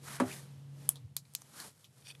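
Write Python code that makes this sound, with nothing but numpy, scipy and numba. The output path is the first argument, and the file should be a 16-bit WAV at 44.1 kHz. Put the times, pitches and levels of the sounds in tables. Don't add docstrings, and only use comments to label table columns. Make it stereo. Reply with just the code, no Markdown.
import sys
import numpy as np
from scipy import signal
from scipy.fft import rfft, irfft
from scipy.io import wavfile
from scipy.ndimage import uniform_filter1d
from numba import njit

SR = 44100
rng = np.random.default_rng(int(sys.argv[2]) if len(sys.argv) > 2 else 0)


def to_wav(s):
    ch = np.atleast_2d(s).T
    pcm = np.round(np.clip(ch, -1, 1) * 32767)
    wavfile.write(sys.argv[1], SR, pcm.astype(np.int16))


N = 97020
T = np.arange(N) / SR
HZ = np.maximum(np.fft.rfftfreq(N, 1 / SR), 1)


def undb(db):
    return 10 ** (np.asarray(db) / 20)


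def unit(x):
    return x / np.sqrt(np.mean(x ** 2))


def blow(x):
    return unit(x) / np.sqrt(N)


def over_hz(points):
    hz, value = np.array(points).T
    return np.interp(np.log(HZ), np.log(hz), value)


def over_time(points):
    s, value = np.array(points).T
    return np.interp(T, s, value)


def colour(x, points):
    cepstrum = irfft(np.log(undb(over_hz(points))), N)
    fold = 1 + np.sign(N / 2 - np.arange(N))
    fold[0] = 1
    response = np.exp(rfft(cepstrum * fold))
    return irfft(rfft(x) * response, N)


def low_cut(x, hz):
    return signal.sosfilt(signal.butter(3, hz, "high", fs=SR, output="sos"), x)


@njit
def band(x, hz, share):
    y, b, l = np.empty(len(x)), 0., 0.
    for i in range(len(x)):
        g = np.tan(np.pi * hz[i] / SR)
        v = (b + g * (x[i] - l)) / (1 + g * (g + share[i]))
        b, l, y[i] = 2 * v - b, l + 2 * g * v, share[i] * v
    return y


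def resonance(hz, width_hz):
    return 1 / (1 + 1j * (HZ ** 2 - hz ** 2) / (HZ * width_hz))


def pan(x, right_db):
    return x * undb(right_db * np.array([[-1], [1]]) / 2)


def fade(t60_s):
    return np.exp(-np.log(1000) * T / t60_s)


def ring_mode(hz, db, t60_s):
    return undb(db) * fade(t60_s) * np.sin(2 * np.pi * hz * T)


def place(x, s):
    return np.pad(x, ((0, 0), (int(s * SR), 0)))[:, :N]


def flutter(rate_hz):
    size = max(int(SR / rate_hz), 1)
    return unit(uniform_filter1d(uniform_filter1d(rng.standard_normal(N), size), size))


def swell(s, rise_s, fall_s, db):
    return undb(db) * np.exp(-((T - s) / np.where(T < s, rise_s, fall_s)) ** 2)


def swells(rows):
    return np.sqrt(sum(swell(*row) ** 2 for row in rows))


# f/Hz, correlation (clipped to -1..1 in use)
NOISE_CORRELATION = [(25, 1), (60, 1), (250, 0.94), (500, 0.59), (800, 0.38), (1500, -0.16), (3000, 0.12),
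                     (6000, 0.094), (10500, .5), (12300, 0.023), (13300, -1.79)]


def diffuse():
    correlation = np.clip(over_hz(NOISE_CORRELATION), -1, 1)
    mid, side = rfft(rng.standard_normal((2, N))) * np.sqrt([1 + correlation, 1 - correlation])
    return unit(irfft(np.array([mid + side, mid - side]), N))


# t/s, f/Hz, level/dB
MACHINE_HUM = [(0, 140.8, -55), (0.122, 138.8, -53), (0.43, 138.4, -53), (0.72, 139.5, -49),
               (1.0, 139.3, -53), (1.22, 137.3, -60.5), (1.4, 137.4, -68), (1.901, 136.2, -70),
               (2.2, 137.5, -57.5)]
# f/Hz, gain/dB
AIR_TONE = [(100, -1.5), (220, 0), (350, -4), (600, -6.5), (1200, -12.5), (3000, -13), (10000, -20.5),
            (16000, -16.5)]
# t/s, level/dB
AIR_LEVEL = [(0, -59.5), (0.4, -56.5), (0.68, -65), (0.85, -57.5), (1.08, -68.5), (1.3, -75.5),
             (1.45, -63.5), (1.8, -77), (2.2, -64)]
# f/Hz, gain/dB
RUMBLE_TONE = [(25, -11.5), (50, -27), (100, 4), (150, 2.5), (220, -10.5), (500, -46)]
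# t/s, level/dB
RUMBLE_LEVEL = [(0, -64.5), (0.6, -60), (1.15, -62), (1.5, -69), (2.2, -66.5)]
HUM_OCTAVE_DB = -23.5


def workshop():
    s, hz, db = np.array(MACHINE_HUM).T
    phase = 2 * np.pi * np.cumsum(np.interp(T, s, hz)) / SR
    partials = np.sin(phase) + undb(HUM_OCTAVE_DB) * np.sin(2 * phase)
    hum = np.sqrt(2) * partials * undb(np.interp(T, s, db) + 0.33 * flutter(53))
    whine = 0
    for whine_hz, rel_db in [(479, -13.5), (614, -20)]:
        whine = whine + np.sin(2 * np.pi * whine_hz * T) * undb(rel_db + 2 * flutter(23))
    air = (unit(colour(diffuse(), AIR_TONE)) + whine) * undb(over_time(AIR_LEVEL))
    rumble = unit(colour(diffuse(), RUMBLE_TONE)) * undb(over_time(RUMBLE_LEVEL))
    return hum + air + rumble


# t/s, level/dB, f/Hz
HAND_BUMPS = [(0.109, -50.5, 217), (0.264, -42, 111), (0.575, -59, 100), (0.808, -55, 172),
              (0.902, -51, 99.2), (1.027, -43, 124.4), (1.052, -41.5, 99), (1.673, -56, 199)]
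BUMP_S = 0.014


def hands():
    out = 0
    for s, db, hz in HAND_BUMPS:
        window = np.exp(-((T - s) / BUMP_S) ** 2)
        out = out + undb(db) * window * np.cos(2 * np.pi * hz * (T - s))
    return out


# peak t/s, rise/s, fall/s, level/dB
SLEEVE_SWISHES = [(0.085, 0.046, 0.09, -47.5), (0.15, 0.055, 0.033, -47.5), (0.325, 0.083, 0.088, -47),
                  (0.86, 0.098, 0.094, -61.5), (1.47, 0.23, 0.27, -62.5), (1.60, 0.057, 0.056, -46.5),
                  (1.655, 0.055, 0.047, -51), (1.83, 0.13, 0.071, -65), (2.02, 0.097, 0.22, -64)]
# f/Hz, gain/dB
CLOTH_TONE = [(100, -4), (220, 0.5), (450, -4.5), (900, -2), (1600, -2), (2700, -6), (4500, -3.5),
              (6000, -4.5), (10500, -3.5), (13000, -5), (16000, -23)]
# t/s, f/Hz, level/dB, width/share of pitch (per pass)
WEAVE_RASP = [(0.02, 890.1, -90, 0.36), (0.079, 1510, -46, 0.76), (0.162, 1560, -51.5, 0.93),
              (0.27, 1300, -52.5, 0.7), (0.302, 1730, -48, 0.89), (0.312, 2400, -46, 0.17),
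              (0.328, 2600, -49.5, 0.47), (0.349, 1910, -58, 0.46), (0.47, 1200, -75.5, .6),
              (1.44, 933, -91, 0.67), (1.577, 1415, -55.5, 0.32), (1.605, 1620, -51, 0.34),
              (1.649, 930, -55, 0.97), (1.67, 580, -64, 0.54), (1.74, 463, -82, .6)]
CLOTH_SCUFF_DB, SCUFF_HZ = 1.04, 78
SNAG_PER_S, SNAG_DB, SNAG_DECAY_S = 90, 4.5, 0.0016


def sleeve():
    catches = 1. * (rng.random(N) < SNAG_PER_S / SR)
    snags = signal.fftconvolve(catches, np.exp(-T / SNAG_DECAY_S))[:N]
    grain = undb(CLOTH_SCUFF_DB * flutter(SCUFF_HZ) + SNAG_DB * np.minimum(snags, 1))
    hiss = unit(colour(diffuse() * grain, CLOTH_TONE)) * swells(SLEEVE_SWISHES)
    s, *columns = np.array(WEAVE_RASP).T
    pitch_hz, db, share = (np.interp(T, s, column) for column in columns)
    rasp = np.array([band(band(x, pitch_hz, share), pitch_hz, share) for x in diffuse() * grain])
    even_rasp = unit(rasp / np.sqrt(pitch_hz * share))
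    return hiss + even_rasp * undb(db)


# t/s, level/dB, contact/s
BENCH_KNOCKS = [(0.2004, -21.5, 0.0002), (0.216, -17.5, 0.0015)]
# f/Hz, level/dB, t60/s
BENCH_MODES = [(106, -9, .25), (147, -6.5, 0.047), (178.6, -30, 0.84), (255.6, -3.5, 0.135),
               (321, -18.5, 0.21), (390.2, -16.5, 0.33), (417, -24, 0.066), (463, -16, 0.3),
               (568, -9.5, 0.12), (619, -25, 0.34), (698, -17, 0.23), (738, -26, 0.27), (812, -18.5, 0.23),
               (884, -30, .16), (957, -8, 0.08), (1105, -15, 0.13), (1137, -12, 0.11), (1287, -12.5, 0.11),
               (1406, -23, 0.1006), (1640, -15, 0.072), (1740, -12.5, 0.053)]
# f/Hz, gain/dB
CLATTER_TONE = [(50, -60), (100, -34), (250, 4.5), (600, -2), (1250, -1), (1750, -9.5), (2600, -16),
                (5000, -26), (10000, -24), (16000, -58)]
# f/Hz, gain/dB
CRUNCH_TONE = [(100, -4.5), (500, 20), (1200, -5), (2300, 10), (4000, -2), (10000, -4.5), (16000, -14)]
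# f/Hz, gain/dB
SMACK_TONE = [(150, -15), (500, -5), (1000, 5), (1700, 4.5), (2100, -19), (2600, 0), (3600, -29),
              (8000, -20), (16000, -38)]
# f/Hz, right re left/dB
BENCH_RIGHT = [(200, 1.5), (600, -0.5), (1200, 4), (2300, 5), (5000, -0.5)]
LANDS_S, SMACK_DB = .2003, -10.5
CRUNCH_DB, CRUNCH_T60_S = -5.5, 0.068
CLATTER_DB, CLATTER_T60_S, CLATTER_CENTRE_DB = -3.5, 0.16, -0.5
BENCH_CUT_HZ = 199


def bench():
    signs = np.sign(rng.standard_normal(len(BENCH_MODES)))
    modes = sum(sign * ring_mode(*mode) for sign, mode in zip(signs, BENCH_MODES))
    ring = low_cut(modes, BENCH_CUT_HZ)
    spread = diffuse() + undb(CLATTER_CENTRE_DB) * rng.standard_normal(N)
    clatter = undb(CLATTER_DB) * blow(colour(spread * fade(CLATTER_T60_S), CLATTER_TONE))
    crunch = undb(CRUNCH_DB) * blow(colour(diffuse() * fade(CRUNCH_T60_S), CRUNCH_TONE))
    smack = undb(SMACK_DB) * blow(colour(signal.unit_impulse(N), SMACK_TONE))
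    out = place(smack + clatter + crunch, LANDS_S)
    for s, db, contact_s in BENCH_KNOCKS:
        push = np.sin(np.pi * T[T < contact_s] / contact_s)
        knock = signal.fftconvolve(ring, push / push.sum())
        out = out + undb(db) * place(knock[None], s)
    return irfft(pan(rfft(out), over_hz(BENCH_RIGHT)), N)


# peak t/s, rise/s, fall/s, ring/dB, hiss/dB, strongest f/Hz
PIN_STROKES = [(2.024, 0.0014, .003, -59, -69, 2650), (2.0542, 0.002, 0.0016, -63, -61, 3472),
               (2.067, 0.018, 0.0058, -57, -52.5, 5400), (2.0704, .001, .002, -51, -55, 2900),
               (2.087, 0.01, 0.011, -50, -48.5, 6300), (2.104, 0.0064, 0.0041, -47.5, -48.5, 3150),
               (2.1114, 0.0025, 0.005, -52.5, -47.5, 4200), (2.122, .003, 0.0025, -56.5, -58, 3570),
               (2.1513, 0.0021, 0.0022, -51.5, -58, 2633)]
# f/Hz, width/Hz, level/dB
PIN_RESONANCES = [(2500, 91, 6.5), (3170, 370, -4), (3520, 130, -1.5), (4550, 220, 1), (4930, 130, -6),
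                  (5740, 270, -6), (8200, 200, -6), (9170, 110, 4)]
# f/Hz, gain/dB
PIN_HISS_TONE = [(200, -14), (1500, 1), (5000, -8.5), (10000, -0.5), (13000, -4), (16000, 3)]
PIN_GRAIN_DB, GRAIN_HZ, PIN_DULL_HZ = 2, 1300, 9000
PIN_FOCUS_DB_PER_OCTAVE = 8
PIN_DETUNE = 0.013


def pin():
    rub = unit(diffuse() * undb(PIN_GRAIN_DB * flutter(GRAIN_HZ)))
    hiss_rows = [(s, rise, fall, hiss_db) for s, rise, fall, _, hiss_db, _ in PIN_STROKES]
    out = colour(rub, PIN_HISS_TONE) * swells(hiss_rows)
    for s, rise, fall, ring_db, _, focus_hz in PIN_STROKES:
        detunes = 1 + PIN_DETUNE * rng.standard_normal(len(PIN_RESONANCES))
        body = 0
        for (hz, width_hz, db), detune in zip(PIN_RESONANCES, detunes):
            body = body + undb(db) * resonance(hz * detune, width_hz)
        focus = undb(-PIN_FOCUS_DB_PER_OCTAVE * abs(np.log2(HZ / focus_hz)))
        body = body * focus / (1 + (HZ / PIN_DULL_HZ) ** 2)
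        body = body / np.sqrt(np.mean(abs(body) ** 2))
        drive = rub[0] * swell(s, rise, fall, ring_db)
        out = out + irfft(rfft(drive) * body, N)
    return out


CRACK_DB, CRACK_SEED_RISE_S, CRACK_SEED_T60_S = -1.5, 0.00018, .008


def even_burst(t60_s, count=6):
    size = int(.012 * SR)
    shape = (fade(t60_s) * (1 - np.exp(-T / CRACK_SEED_RISE_S)))[:size]
    x = rng.standard_normal(size) * shape
    for _ in range(count):
        white = irfft(np.exp(1j * np.angle(rfft(x))), size)
        x = white * np.sqrt(shape)
    return blow(np.pad(x, (0, N - size)))


# body 1150 Hz, knock 2450 Hz, rings 3200, 4200, 5600 Hz, edge 9900 Hz, sheen 12300 Hz, top 15000 Hz
LOCK_CLICKS = [(0.8906, -1.5, -12, -3, -14.5, -2, -12.5, -4.5, 12.5, 10.5, 10),
               (0.9569, -30, -1, 6.5, -11, 9.5, 9, 1, 2, 0.5, 3),
               (0.9693, -41, -14, -5, -10, 10, 19, -4, -5, -10, -19),
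               (1.166, -2.5, -11, -9.5, -8, -9.5, 4, -3, -4, 3.5, 2.5),
               (1.1730, -22, -17, -33, -3, -15, 0, 1, -2, -7, -8),
               (1.2525, -41, -3, 1, 11, -9, 9, -5, -20, -12, -13),
               (1.3372, -26, -31.5, -22, -20, -24, -11, -5, -3, -6, 1),
               (1.3504, 1, -14, -15, -10, -12.5, -5, -3.5, -13, -3.5, -3.5),
               (1.4155, -35, -13, -18, -12, -6, -10, 3, -3, 6, 7),
               (1.4190, -17, -18, -0.5, -15, -18, -16, -0.5, -9, -15, -14),
               (1.6007, -17, -5, -6, -28, -15, 8, 1, -2, -3, -18.5),
               (1.8435, -40, 3.5, -21, 11.5, 13.5, 10.5, 8, -0.5, 10, 2)]
# f/Hz, level/dB, t60/s
FRAME_MODES = [(2446, -16.5, 0.025), (3120, 1.5, 0.007), (3555, 2.5, 0.0077), (4050, -3.5, 0.01),
               (4700, -8, 0.0076), (5370, -9, 0.013), (6250, -10.5, 0.02), (7030, -7.5, 0.016),
               (7750, -2.5, 0.0084), (8600, -1, 0.013), (9920, 0, 0.0098), (10750, 3, 0.0068),
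               (11560, -1, 0.012), (12340, 3.5, 0.0079), (13100, -0.5, 0.012), (14260, -0.5, 0.016),
               (15050, -1.5, 0.01)]
# f/Hz, gain/dB
ROOM_TONE = [(500, 1.5), (2000, -1.5), (7000, 2), (10500, -2.5), (15000, -7.5)]
# f/Hz, phase by which left leads/rad
PORT_PHASE = [(4500, 0), (6500, 1), (8500, 1.66), (10000, -0.6), (12200, 1.96), (14500, 3.5)]
RING_RISE_S = 0.0002
ROOM_T60_S, ROOM_RISE_S = 0.095, 0.0025


def lockwork():
    out = 0
    ports = np.exp(.5j * over_hz(PORT_PHASE) * np.array([[1], [-1]]))
    attack = 1 - np.exp(-T / RING_RISE_S)
    modes = blow(attack * sum((-1) ** k * ring_mode(*mode) for k, mode in enumerate(FRAME_MODES)))
    room_shape = fade(ROOM_T60_S) * (1 - np.exp(-T / ROOM_RISE_S))
    for s, db, room_db, body, knock, low_ring, mid_ring, high_ring, edge, sheen, top in LOCK_CLICKS:
        direct = blow(modes + undb(CRACK_DB) * even_burst(CRACK_SEED_T60_S))
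        room = blow(colour(diffuse() * room_shape, ROOM_TONE))
        at_ports = irfft(rfft(place(direct[None], s)) * ports, N)
        heard = at_ports + undb(room_db) * place(room, s)
        tone = [(200, body - 14), (600, body - 4), (1150, body), (1900, (body + knock) / 2 - 4),
                (2450, knock), (3200, low_ring), (4200, mid_ring), (5600, high_ring),
                (7400, 0), (9900, edge), (12300, sheen), (15000, top)]
        out = out + undb(db) * colour(heard, tone)
    return out


NOTCH_HZ, NOTCH_WIDTH_HZ, NOTCH_DEPTH = 2726, 100, 0.59


def scene():
    background = workshop() + hands()
    near = pan(sleeve(), right_db=-1.5) + bench() + pan(lockwork(), right_db=0.7)
    notch = 1 - NOTCH_DEPTH * resonance(NOTCH_HZ, NOTCH_WIDTH_HZ)
    return background + pin() + irfft(rfft(near) * notch, N)


LOW_CUT_HZ, TOP_HZ = 73, 16200


def record(dry):
    thinned = low_cut(dry, LOW_CUT_HZ)
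    return signal.sosfilt(signal.ellip(8, .2, 70, TOP_HZ, fs=SR, output="sos"), thinned)


dry = scene()
out = record(dry)
to_wav(out)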